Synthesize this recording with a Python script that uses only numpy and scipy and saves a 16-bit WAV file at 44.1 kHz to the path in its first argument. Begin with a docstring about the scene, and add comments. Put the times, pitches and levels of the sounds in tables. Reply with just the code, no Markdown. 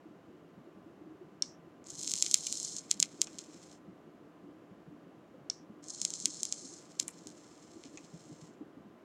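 """Low room noise and soft handling bumps are heard first; then a button clicks and a bare vaporizer coil,
close by in a quiet room, is fired, and later both happen again. The wet wick boils in a dense fizz of tiny
random bursts, spits loud pops and faint sputters, then simmers faintly until the power is cut. Shaped noise
makes the room, swelling low tones the bumps, struck modes the button, and impulses through resonances the
coil and knocks."""
import sys
import numpy as np
from scipy import signal
from scipy.fft import rfft, irfft
from scipy.io import wavfile

SR = 44100
rng = np.random.default_rng(int(sys.argv[2]) if len(sys.argv) > 2 else 0)


def unload_audio(sound):
    """Save the sound as a 16-bit wav file, at the path given as the first command line argument."""
    columns = np.transpose(np.atleast_2d(sound))
    # keep every value between -1 and 1, then stretch to whole-number steps
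    steps = np.round(np.clip(columns, -1, 1) * 32767)
    wavfile.write(sys.argv[1], SR, steps.astype(np.int16))


N = 398663
TIME = np.arange(N) / SR
EDGE_HZ = 16600  # upper band limit

# Spectra give relative gain, except where a level is named.
# room noise: (frequency [Hz], relative density [dB])
ROOM_SPECTRUM = [(25, -43), (50, -32.5), (70, -20), (120, -14), (165, -7.5), (265, -7.5), (310, -2),
                 (450, -11.5), (700, -16), (920, -21.5), (1200, -21), (2500, -33), (2900, -32), (3400, -37),
                 (4800, -42), (7200, -44), (8500, -50), (16000, -53.5)]
ROOM_DB = -56  # rms of the air noise before its final trim
# steady hum and whine: (frequency [Hz], rms level before wavering [dB])
HUM_TONES = [(168.5, -71.5), (295.5, -68), (630, -80), (691, -79), (1025.5, -78.5), (1173, -82)]
# reflections from the room: (frequency [Hz], gain [dB])
WALL_SPECTRUM = [(500, 5.5), (1800, 12), (3500, 2), (6500, -3.5), (9000, 0), (13000, 0.5)]
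# dull bounce off the walls: (frequency [Hz], gain [dB])
BOUNCE_SPECTRUM = [(300, -6), (1100, 2), (2300, 0), (3500, -11.5), (5000, -24), (9000, -26.5),
                   (16000, -29.5)]

# firmest soft bumps of the hand and body: (time [s], level before trim [dB], pitch [Hz])
HANDLING_BUMPS = [(0.054, -47, 314), (0.573, -45.5, 171), (0.668, -45.5, 352), (0.86, -47, 314),
                  (1.009, -46, 310), (1.063, -43, 309), (1.104, -43, 319), (1.207, -42, 348),
                  (1.978, -50, 157), (2.051, -48, 313), (2.133, -48, 174), (2.951, -46.5, 215),
                  (2.994, -45.5, 179), (3.132, -45, 293), (3.189, -42.5, 314), (3.479, -45.5, 291),
                  (3.542, -45, 303), (3.877, -44, 179), (3.902, -45.5, 304), (4.439, -47, 299),
                  (4.707, -45.5, 171), (4.874, -48, 177), (4.917, -45, 307), (5.337, -49, 501),
                  (5.695, -43.5, 208), (6.017, -47, 185), (6.235, -47, 185), (6.268, -41, 296),
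                  (6.64, -43, 277), (7.251, -41.5, 325), (7.754, -44, 328), (7.85, -45, 289),
                  (7.937, -43, 312), (8.134, -39.5, 173), (8.292, -43.5, 302), (8.314, -44.5, 150),
                  (8.417, -45.5, 181), (8.607, -36.5, 308), (8.766, -45, 258.5), (8.853, -45.5, 205)]
# fainter random bumps: rate, level before trim, range of pitch
FIDGET_PER_S, FIDGET_DB, FIDGET_LOW_HZ, FIDGET_HIGH_HZ = 3, -51.5, 140, 367
# small knocks of the metal tube, and the low crack of the spit at 7.08 s:
# (time [s], strength [dB], crack [dB], strongest ring [Hz], ring [dB]), crack and ring relative to strength
KNOCKS_AND_CRACK = [(3.2711, -29, -2, 5580, 1), (7.0814, -35, 4, 2460, -7.5), (7.974, -34, 3, 2610, 6)]
# dull blow of a knock or crack: (frequency [Hz], gain [dB])
BLOW_SPECTRUM = [(200, -2), (700, -2), (1100, 0.5), (1700, -4), (2600, 3), (4700, 1), (6500, 10), (7600, 4),
                 (10000, -25.5), (16000, -63.5)]

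# presses of the fire button: (time [s], level [dB])
BUTTON_PRESSES = [(1.4224, -16), (5.4997, -20)]
# resonances of the button: (frequency [Hz], level [dB], time to decay 60 dB [s])
BUTTON_RESONANCES = [(3620, 7, 0.01), (4455, -4, 0.008), (5520, 27, 0.0086), (6200, -13.5, 0.0091),
                     (7430, -14.5, 0.00399), (8400, -20, 0.0058)]
# dry snap of the switch spring: (frequency [Hz], gain [dB])
SWITCH_SPECTRUM = [(300, -35.5), (1000, -15.5), (1700, -17), (2800, -12.5), (4200, -1.5), (6500, 4.5),
                   (8200, -2.5), (9500, -13.5), (12000, -46), (16000, -50.5)]
# metal shimmer after the button: (frequency [Hz], gain [dB])
SHIMMER_SPECTRUM = [(500, -33), (2800, -28), (4200, -14), (5000, 0), (5600, 9), (6300, -1.5), (7000, -8),
                    (8000, -14.5), (9500, -35), (16000, -58)]
# wider rustle of the spring, which dies sooner: (frequency [Hz], gain [dB])
RUSTLE_SPECTRUM = [(500, -28.5), (3000, -18), (4200, -0.5), (5500, 2.5), (7000, 1), (8200, -6),
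                   (9300, -19.5), (16000, -50.5)]

# firings of the coil: (power on [s], wick dry [s], power off [s], cooling time constant [s],
# boil [dB], sag [dB/s], body below 3.9 kHz [dB], top above 10.9 kHz [dB], simmer [dB],
# largest crackle above the boil [dB])
COIL_FIRINGS = [(1.856, 2.789, 3.745, .02, -40.5, 4.5, 1, 1, -62, 23),
                (5.825, 6.788, 8.45, 0.06, -40.5, 12.5, -4.5, -21.5, -64.5, 15.5)]
# fizz: (frequency [Hz], gain [dB])
FIZZ_SPECTRUM = [(500, -55), (2350, -34.5), (2950, -16.5), (4200, -5), (5400, -2), (6400, 2), (7300, 1.5),
                 (8400, -7), (9600, -15), (11500, -25.5), (14000, -34.5), (16000, -49.5)]
# simmer: (frequency [Hz], gain [dB])
SIMMER_SPECTRUM = [(800, -27), (2000, -10.5), (4200, -5), (5400, -1.5), (7400, 1), (8800, -10.5),
                   (11000, -24.5), (16000, -35.5)]
HEAT_S, RELEASE_S = 0.23, 0.013  # time constants: coil heating, boil collapsing
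REFINE_S = 0.5  # time constant of the change from coarse boil to fine hiss
DRY_TOP_DB = -12  # change of the top by the time the wick is dry
# single droplets spitting off the coil, loud pops and faint sputters:
# (time [s], level [dB], body gain at 2.3 kHz [dB], top gain [dB], half of it applied at 10.5 kHz)
DROPLET_SPITS = [(1.8422, -44, -12, -21), (1.87, -33.5, -13, -15.0), (1.9032, -25, -16.0, -7),
                 (2.0142, -23.0, -1.0, -5.0), (2.0346, -21.5, -3.0, -1.0), (2.0461, -23.0, -3, -5.0),
                 (2.0652, -27, -11.0, -7), (2.0767, -14.5, 3.5, -10), (2.0977, -24, 0.0, -5.0),
                 (2.1102, -21, 0.0, -5.0), (2.1166, -13.5, -0.5, 0.0), (2.1377, -10, 4, -1),
                 (2.1557, -19, 0.0, -5.0), (2.1637, -22.0, -8, -5.0), (2.1768, -20.5, 5, -6),
                 (2.1866, -22.0, -3, -5.0), (2.196, -28, 0.5, -5.0), (2.2129, -31, -7, -5.0),
                 (2.2247, -3, -0.5, -3), (2.246, -23, 2.0, -5.0), (2.2639, -14.0, 11, -11),
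                 (2.313, -12, -4, -3), (2.343, 2.0, 1.5, 0.0), (2.375, -26, -7, -5.0), (2.468, -15, 0, 1),
                 (2.4706, -17, -1.5, -3), (2.526, -12.0, -2.5, -1.0), (2.5545, -23, -2, -5.0),
                 (2.6003, -20, -4.0, -5.0), (2.6299, -20.5, -12.0, -3.0), (2.766, -20.0, -6.0, -15),
                 (2.7853, -25.0, -6, -14.0), (2.909, -24, 4, 0.0), (2.913, -3.0, 1, -4),
                 (3.0012, -5.0, -7, 0), (3.0275, -1, 7.5, -3), (3.2167, -3.0, 0.0, 0),
                 (3.3857, -24, 1.0, -6), (3.3899, -22.5, 4.0, -7), (5.841, -36.0, -13, -11.5),
                 (5.8848, -28.5, -17, -15.0), (5.897, -36, -18, -12), (6.0164, -12.5, -4, -8),
                 (6.051, -7.5, 0.0, -5.0), (6.1044, -20, -4, -1), (6.1381, -17.5, -3, -14.0),
                 (6.2017, -23.5, -9, -11.0), (6.2569, -4.0, 1.0, -3.0), (6.345, -29, -6.0, -15.0),
                 (6.4322, -10.5, -8, -1), (6.4531, -16, -2, 2.0), (6.525, -11, -3.0, -12.0),
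                 (6.997, -16.5, 7.0, -7.0), (6.9996, -6.5, 2.5, 4), (7.0808, -20, -64, 23),
                 (7.2714, -27, 2, 0), (7.8381, -32.5, 21, -16), (7.852, -40.0, 13, -10.0),
                 (7.8556, -38.0, 14, -16)]
# one bursting droplet: (frequency [Hz], gain [dB])
BURST_SPECTRUM = [(300, -51.5), (1200, -35), (1800, -30.5), (2700, -15.5), (4600, -7.5), (6300, -1),
                  (7300, 0.5), (8300, -6.5), (9500, -15.5), (12000, -26.5), (16000, -41.5)]
# splutter after a pop: rate, duration, level after a 0 dB pop
SPLUTTER_PER_S, SPLUTTER_S, SPLUTTER_DB = 160, 0.031, -25.5
SPLUTTER_FOLLOW = .55  # dB of splutter lost per dB of a weaker pop
# small pops within the boil: rate, range of sizes, spread of body gain
CRACKLE_PER_S, CRACKLE_RANGE_DB, CRACKLE_BODY_DB = 130, 9.5, 4.5
CRACKLE_FADE_DB_PER_S = 9  # the crackle shrinks as the big drops are used up
# two bubbles that ring almost together as they burst: (time [s], level [dB], pitch [Hz])
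BUBBLE_PINGS = [(2.468, -29, 2910), (2.4708, -39, 2420)]
# resonances of the metal deck that holds the coil: (frequency [Hz], gain [dB])
DECK_RESONANCES = [(2100, 1), (2450, 1.5), (2750, -3.5), (3150, 1.5), (3700, -1.5), (4250, 3.5), (4580, -5),
                   (5000, 0.5), (5450, 1), (5750, -2), (6400, 1.5), (6950, -1), (7350, 1), (7850, -1),
                   (8350, 1), (9100, -0.5), (10400, 1), (16000, 0.5)]
# near surfaces that echo the coil: (delay [s], level [dB])
NEAR_ECHOES = [(.00093, -24.5), (.00136, -25.5), (.00185, -26.5), (.0034, -21)]


def amp(db):
    """Amplitude ratio from decibels."""
    return 10 ** (np.asarray(db) / 20)


def unit(x):
    """Normalization to an rms of 1."""
    return x / np.sqrt(np.mean(x ** 2) + 1e-20)


def read(points, hz):
    """Interpolation of a spectrum on a logarithmic frequency axis."""
    f, value = np.transpose(points)
    return np.interp(np.log(hz + 1), np.log(f + 1), value)


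def add(mix, s, sound):
    """Linear superposition of a sound from time s onward, in place."""
    part = mix[round(s * SR):][:len(sound)]
    part += sound[:len(part)]


def ring(x, response):
    """Convolution: a linear system's output for the source x."""
    return signal.oaconvolve(x, response)[:N]


def filtered(x, order, hz, kind="lowpass"):
    """Causal Butterworth filtering."""
    return signal.sosfilt(signal.butter(order, hz, kind, fs=SR, output="sos"), x)


def filtered_in_phase(x, order, hz, kind="lowpass"):
    """Butterworth filtering both ways in time, which cancels the phase shift."""
    return signal.sosfiltfilt(signal.butter(order, hz, kind, fs=SR, output="sos"), x)


def drift(rate):
    """Random process of rms 1, band-limited to vary up to about rate times a second."""
    hz = np.fft.rfftfreq(N, 1 / SR)
    spectrum = rfft(rng.standard_normal(N)) * np.exp(-(hz / rate) ** 2)
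    return unit(irfft(spectrum, N))


def chance_times(per_s, start, end):
    """Poisson-like process: random moments between start and end, about per_s a second."""
    happens = rng.random(N) < per_s / SR
    return TIME[happens & (TIME > start) & (TIME < end)]


def snap(*spectra, size=2048):
    """Minimum-phase impulse response of the spectra in series, with an envelope peak of 1."""
    hz = abs(np.fft.fftfreq(size, 1 / SR))
    log_gain = np.log(amp(sum(read(points, hz) for points in spectra)))
    # the Hilbert transform of the log gain supplies the minimum phase
    click = np.fft.ifft(np.exp(signal.hilbert(log_gain).conj())).real[:size // 2]
    return click / abs(signal.hilbert(click)).max()


def colored_noise(length, spectrum):
    """Source-filter principle: white noise through the response of a spectrum."""
    return ring(rng.standard_normal(length), snap(spectrum))[:length]


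def tone(hz, db, t60, rise_s=0.0015):
    """Damped resonance: one short ring that swells quickly and decays exponentially."""
    t = np.arange(SR // 20) / SR
    return amp(db - 60 * t / t60) * np.sin(2 * np.pi * hz * t) * (1 - np.exp(-t / rise_s))


def surroundings(early_db, early_s, late_db, late_t60, bounce_db, bounce_s=0.01, bounce_width_s=.007):
    """Room impulse response: direct sound, early reflections, a dull wall bounce and a decaying tail."""
    t = np.arange(SR // 3) / SR
    spectra = (WALL_SPECTRUM, WALL_SPECTRUM, BOUNCE_SPECTRUM)
    early, late, bounce = (colored_noise(len(t), spectrum) * (t > .001) for spectrum in spectra)
    early *= np.exp(-(t / early_s) ** 6) / np.sqrt(1 + t / 0.003236)
    late *= amp(-60 * t / late_t60)
    bounce *= np.exp(-((t - bounce_s) / bounce_width_s) ** 2)
    response = (t == 0).astype(float)
    for db, part in [(early_db, early), (late_db, late), (bounce_db, bounce)]:
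        response += amp(db) * part / np.linalg.norm(part)
    return response


def room(lumps_db=2, low_db=-0.5, waver_db=2):
    """Stationary noise and modulation: steady air whose low end comes in lumps, with a wavering hum."""
    air = amp(ROOM_DB) * unit(ring(rng.standard_normal(N), snap(ROOM_SPECTRUM, size=8192)))
    low = filtered_in_phase(air, 4, 420)
    lumps = amp(low_db) * unit(amp(lumps_db * drift(33.5)))
    hum = np.zeros(N)
    for hz, db in HUM_TONES:
        level = amp(db + waver_db * drift(6.8)) * np.sqrt(2)  # rms to peak
        hum += level * np.sin(2 * np.pi * hz * TIME + drift(4.4))
    return amp(-1) * (air + (lumps - 1) * low) + hum


def handling(level_db=-2.0, width_hz=14, rise_s=0.0089):
    """Resonance broadened by phase diffusion: each soft push swells and dies in one low tone."""
    t = np.arange(SR // 5) / SR
    pitches = rng.uniform(FIDGET_LOW_HZ, FIDGET_HIGH_HZ, 100)
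    times = chance_times(FIDGET_PER_S, 0, N / SR)
    fidgets = [(s, FIDGET_DB, hz) for s, hz in zip(times, pitches)]
    out = np.zeros(N)
    push = t / rise_s * np.exp(1 - t / rise_s)
    for s, db, hz in HANDLING_BUMPS + fidgets:
        wander = np.cumsum(rng.standard_normal(len(t))) * np.sqrt(2 * np.pi * width_hz / SR)
        bump = filtered(push * np.sin(2 * np.pi * hz * t + wander), 2, [90, 620], "bandpass")
        add(out, s, amp(db + level_db) * bump)
    return out


def knocks_and_crack(ring_t60=0.0054, scuff_db=-4, scuff_t60=0.03):
    """Impact excitation: tube knocks and one spit's low crack, each a blow, a scuff and a ring in the room."""
    t = np.arange(SR // 40) / SR
    out = np.zeros(N)
    for s, db, crack_db, ring_hz, ring_db in KNOCKS_AND_CRACK:
        scuff = rng.standard_normal(len(t)) * amp(-60 * t / scuff_t60)
        blow = (t == 0) + amp(scuff_db) * scuff / np.linalg.norm(scuff)
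        add(out, s, amp(db + crack_db) * signal.convolve(blow, snap(BLOW_SPECTRUM)))
        add(out, s, tone(ring_hz, db + ring_db, ring_t60))
    return ring(out, surroundings(early_db=-5.0, early_s=0.015, late_db=-12, late_t60=0.24, bounce_db=-13.0))


def button_click(t, seat_s=.00072, seat_db=-3, stop_s=0.0014, stop_db=-7,
                 snap_db=0, rebound_s=0.001535, rebound_db=-4):
    """Modal superposition: the switch snaps over, seats and hits its stop within 2 ms."""
    modes = sum(amp(db - 60 * t / t60) * np.sin(2 * np.pi * hz * t) for hz, db, t60 in BUTTON_RESONANCES)
    modes = filtered(modes, 3, [3400, 8400], "bandpass")
    click = np.zeros(len(t))
    add(click, 0, amp(snap_db) * snap(SWITCH_SPECTRUM))
    add(click, rebound_s, -amp(rebound_db) * snap(SWITCH_SPECTRUM))
    for delay, blow_db in [(0, -4), (seat_s, seat_db), (stop_s, stop_db)]:
        add(click, delay, amp(blow_db) * modes / abs(modes).max())
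    return click


def button(shimmer_db=-20.0, shimmer_t60=0.45, rustle_db=-24, rustle_s=0.062):
    """Frequency-dependent damping: after each click a wide rustle dies before the narrower shimmer."""
    t = np.arange(SR // 5) / SR
    click = button_click(t)
    click_norm = np.linalg.norm(click)
    out = np.zeros(N)
    for s, db in BUTTON_PRESSES:
        shimmer = colored_noise(len(t), SHIMMER_SPECTRUM)
        shimmer *= amp(-60 * t / shimmer_t60) * np.exp(-(t / 0.14) ** 6)
        shimmer *= amp(shimmer_db) * click_norm / np.linalg.norm(shimmer)
        rustle = colored_noise(len(t), RUSTLE_SPECTRUM) * np.exp(-(t / rustle_s) ** 2)
        rustle *= amp(rustle_db) * click_norm / np.linalg.norm(rustle)
        add(out, s, amp(db) * (click + shimmer + rustle))
    return ring(out, surroundings(early_db=-18.5, early_s=0.048, late_db=-38.5, late_t60=0.17, bounce_db=-13.0))


def boil(s, on, dry, db, sag_db_per_s):
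    """Thermal relaxation: the boil grows with heat, sags as liquid is used up and collapses when dry."""
    age = np.maximum(s - on, 0)
    heat = 1 - np.exp(-age / HEAT_S)
    collapse = np.exp(-np.maximum(s - dry, 0) / RELEASE_S)
    return amp(db - sag_db_per_s * age) * heat * collapse


def bubbles(spectrum, per_s, spread_db, clump_db, steam_db):
    """Shot noise of rms 1: tiny bursts of uneven size, clumped in time, over a hiss of steam."""
    sizes = amp(spread_db * np.minimum(rng.exponential(1, N), 4))
    happens = rng.random(N) < per_s / SR
    bursts = unit(sizes * happens * amp(clump_db * drift(55)))
    return unit(ring(bursts + amp(steam_db) * rng.standard_normal(N), snap(spectrum)))


def sizzle(dry_body_db=-7, cold_body_db=-12, warm_s=.12):
    """Boiling noise: thin when cold, then coarse, then finer and narrower as the wick dries, over a simmer."""
    coarse = bubbles(FIZZ_SPECTRUM, per_s=2100, spread_db=6.0, clump_db=4.5, steam_db=-11)
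    fine = bubbles(FIZZ_SPECTRUM, per_s=3100, spread_db=3.5, clump_db=3.5, steam_db=-5.0)
    simmer = bubbles(SIMMER_SPECTRUM, per_s=1800, spread_db=4.0, clump_db=3.0, steam_db=-3.0)
    out = np.zeros(N)
    for on, dry, off, cooling_s, db, sag, body_db, top_db, simmer_db, _ in COIL_FIRINGS:
        age = np.maximum(TIME - on, 0)
        wet = np.exp(-age / REFINE_S)
        fizz = np.sqrt(wet) * coarse + np.sqrt(1 - wet) * fine  # equal-power crossfade
        top = filtered_in_phase(fizz, 6, 10900, "highpass")
        body = filtered_in_phase(fizz, 4, 3900)
        dryness = np.clip((TIME - on) / (dry - on), 0, 1) ** 5
        cold = np.exp(-age / warm_s)
        top_gain = amp(top_db + DRY_TOP_DB * dryness)
        body_gain = amp(body_db + dry_body_db * dryness + cold_body_db * cold)
        fizz = fizz + (top_gain - 1) * top + (body_gain - 1) * body
        out += boil(TIME, on, dry, db, sag) * fizz
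        powered = (TIME > on) * np.exp(-np.maximum(TIME - off, 0) / cooling_s)
        out += amp(simmer_db) * simmer * powered
    return out


def droplet(body_db, top_db):
    """Impulsive source: one droplet flashes to steam, peak 1, with its own body and top."""
    tilt = [(2300, body_db), (7200, 0.00025), (10500, top_db / 2), (16000, min(top_db, 0))]
    return snap(BURST_SPECTRUM, tilt)


def crackle(low_cut_hz=2850):
    """Random impulses: small droplets burst with strength set by the boil and top set by the firing."""
    out = np.zeros(N)
    for on, dry, _, _, db, sag, _, top_db, _, crackle_db in COIL_FIRINGS:
        sizes, bodies = rng.random(400), rng.standard_normal(400)
        for s, size, body in zip(chance_times(CRACKLE_PER_S, on, dry), sizes, bodies):
            above_boil_db = crackle_db - CRACKLE_FADE_DB_PER_S * (s - on) - CRACKLE_RANGE_DB * size
            peak = boil(s, on, dry, db, sag) * amp(above_boil_db)
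            add(out, s, peak * droplet(CRACKLE_BODY_DB * body, top_db - 4))
    return filtered(out, 4, low_cut_hz, "highpass")


def pings(t60=0.016):
    """Bubble resonance: two bubbles ring almost together, each at its own pitch."""
    out = np.zeros(N)
    for s, db, hz in BUBBLE_PINGS:
        add(out, s, tone(hz, db, t60))
    return out


def spits(flurry_db=-24.0, flurry_s=0.007, splutter_range_db=8):
    """Flash evaporation: trapped liquid fizzes briefly, bursts in one sharp pulse and splutters on."""
    out = np.zeros(N)
    for s, db, body_db, top_db in DROPLET_SPITS:
        flurry = rng.standard_normal(round(flurry_s * SR)) ** 3  # cubing makes it spiky
        flurry = signal.convolve(flurry / np.linalg.norm(flurry), amp(db) * snap(FIZZ_SPECTRUM))
        add(out, s - flurry_s, amp(flurry_db) * flurry)
        chance, size = rng.random((2, round(SPLUTTER_S * SR)))
        splutter = amp(SPLUTTER_DB + SPLUTTER_FOLLOW * db - splutter_range_db * size)
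        bursts = (chance < SPLUTTER_PER_S / SR) * splutter
        bursts[0] = amp(db)  # the pop itself
        add(out, s, signal.convolve(bursts, droplet(body_db, top_db)))
    return out


def coil(low_cut_hz=400):
    """Common transfer path: fizz and spits leave the same spot and share its resonances and echoes."""
    direct = ring(spits() + pings() + crackle() + sizzle(), snap(DECK_RESONANCES))
    direct = filtered(direct, 2, low_cut_hz, "highpass")
    out = direct.copy()
    for delay, db in NEAR_ECHOES:
        add(out, delay, amp(db) * direct)
    return ring(out, surroundings(early_db=-17.0, early_s=0.026, late_db=-25.5, late_t60=0.22, bounce_db=-20.5))


def scene():
    """Superposition of the room, handling, knocks and crack, button and coil in one channel."""
    return (room() + handling() + knocks_and_crack() + button() + coil())[None]


def record(dry):
    """Band limitation: a linear-phase low-pass filter removes the highest treble."""
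    low_pass = signal.firwin(511, EDGE_HZ, window=("kaiser", 9), fs=SR)
    return signal.oaconvolve(dry, low_pass[None], "same")


dry = scene()
out = record(dry)
unload_audio(out)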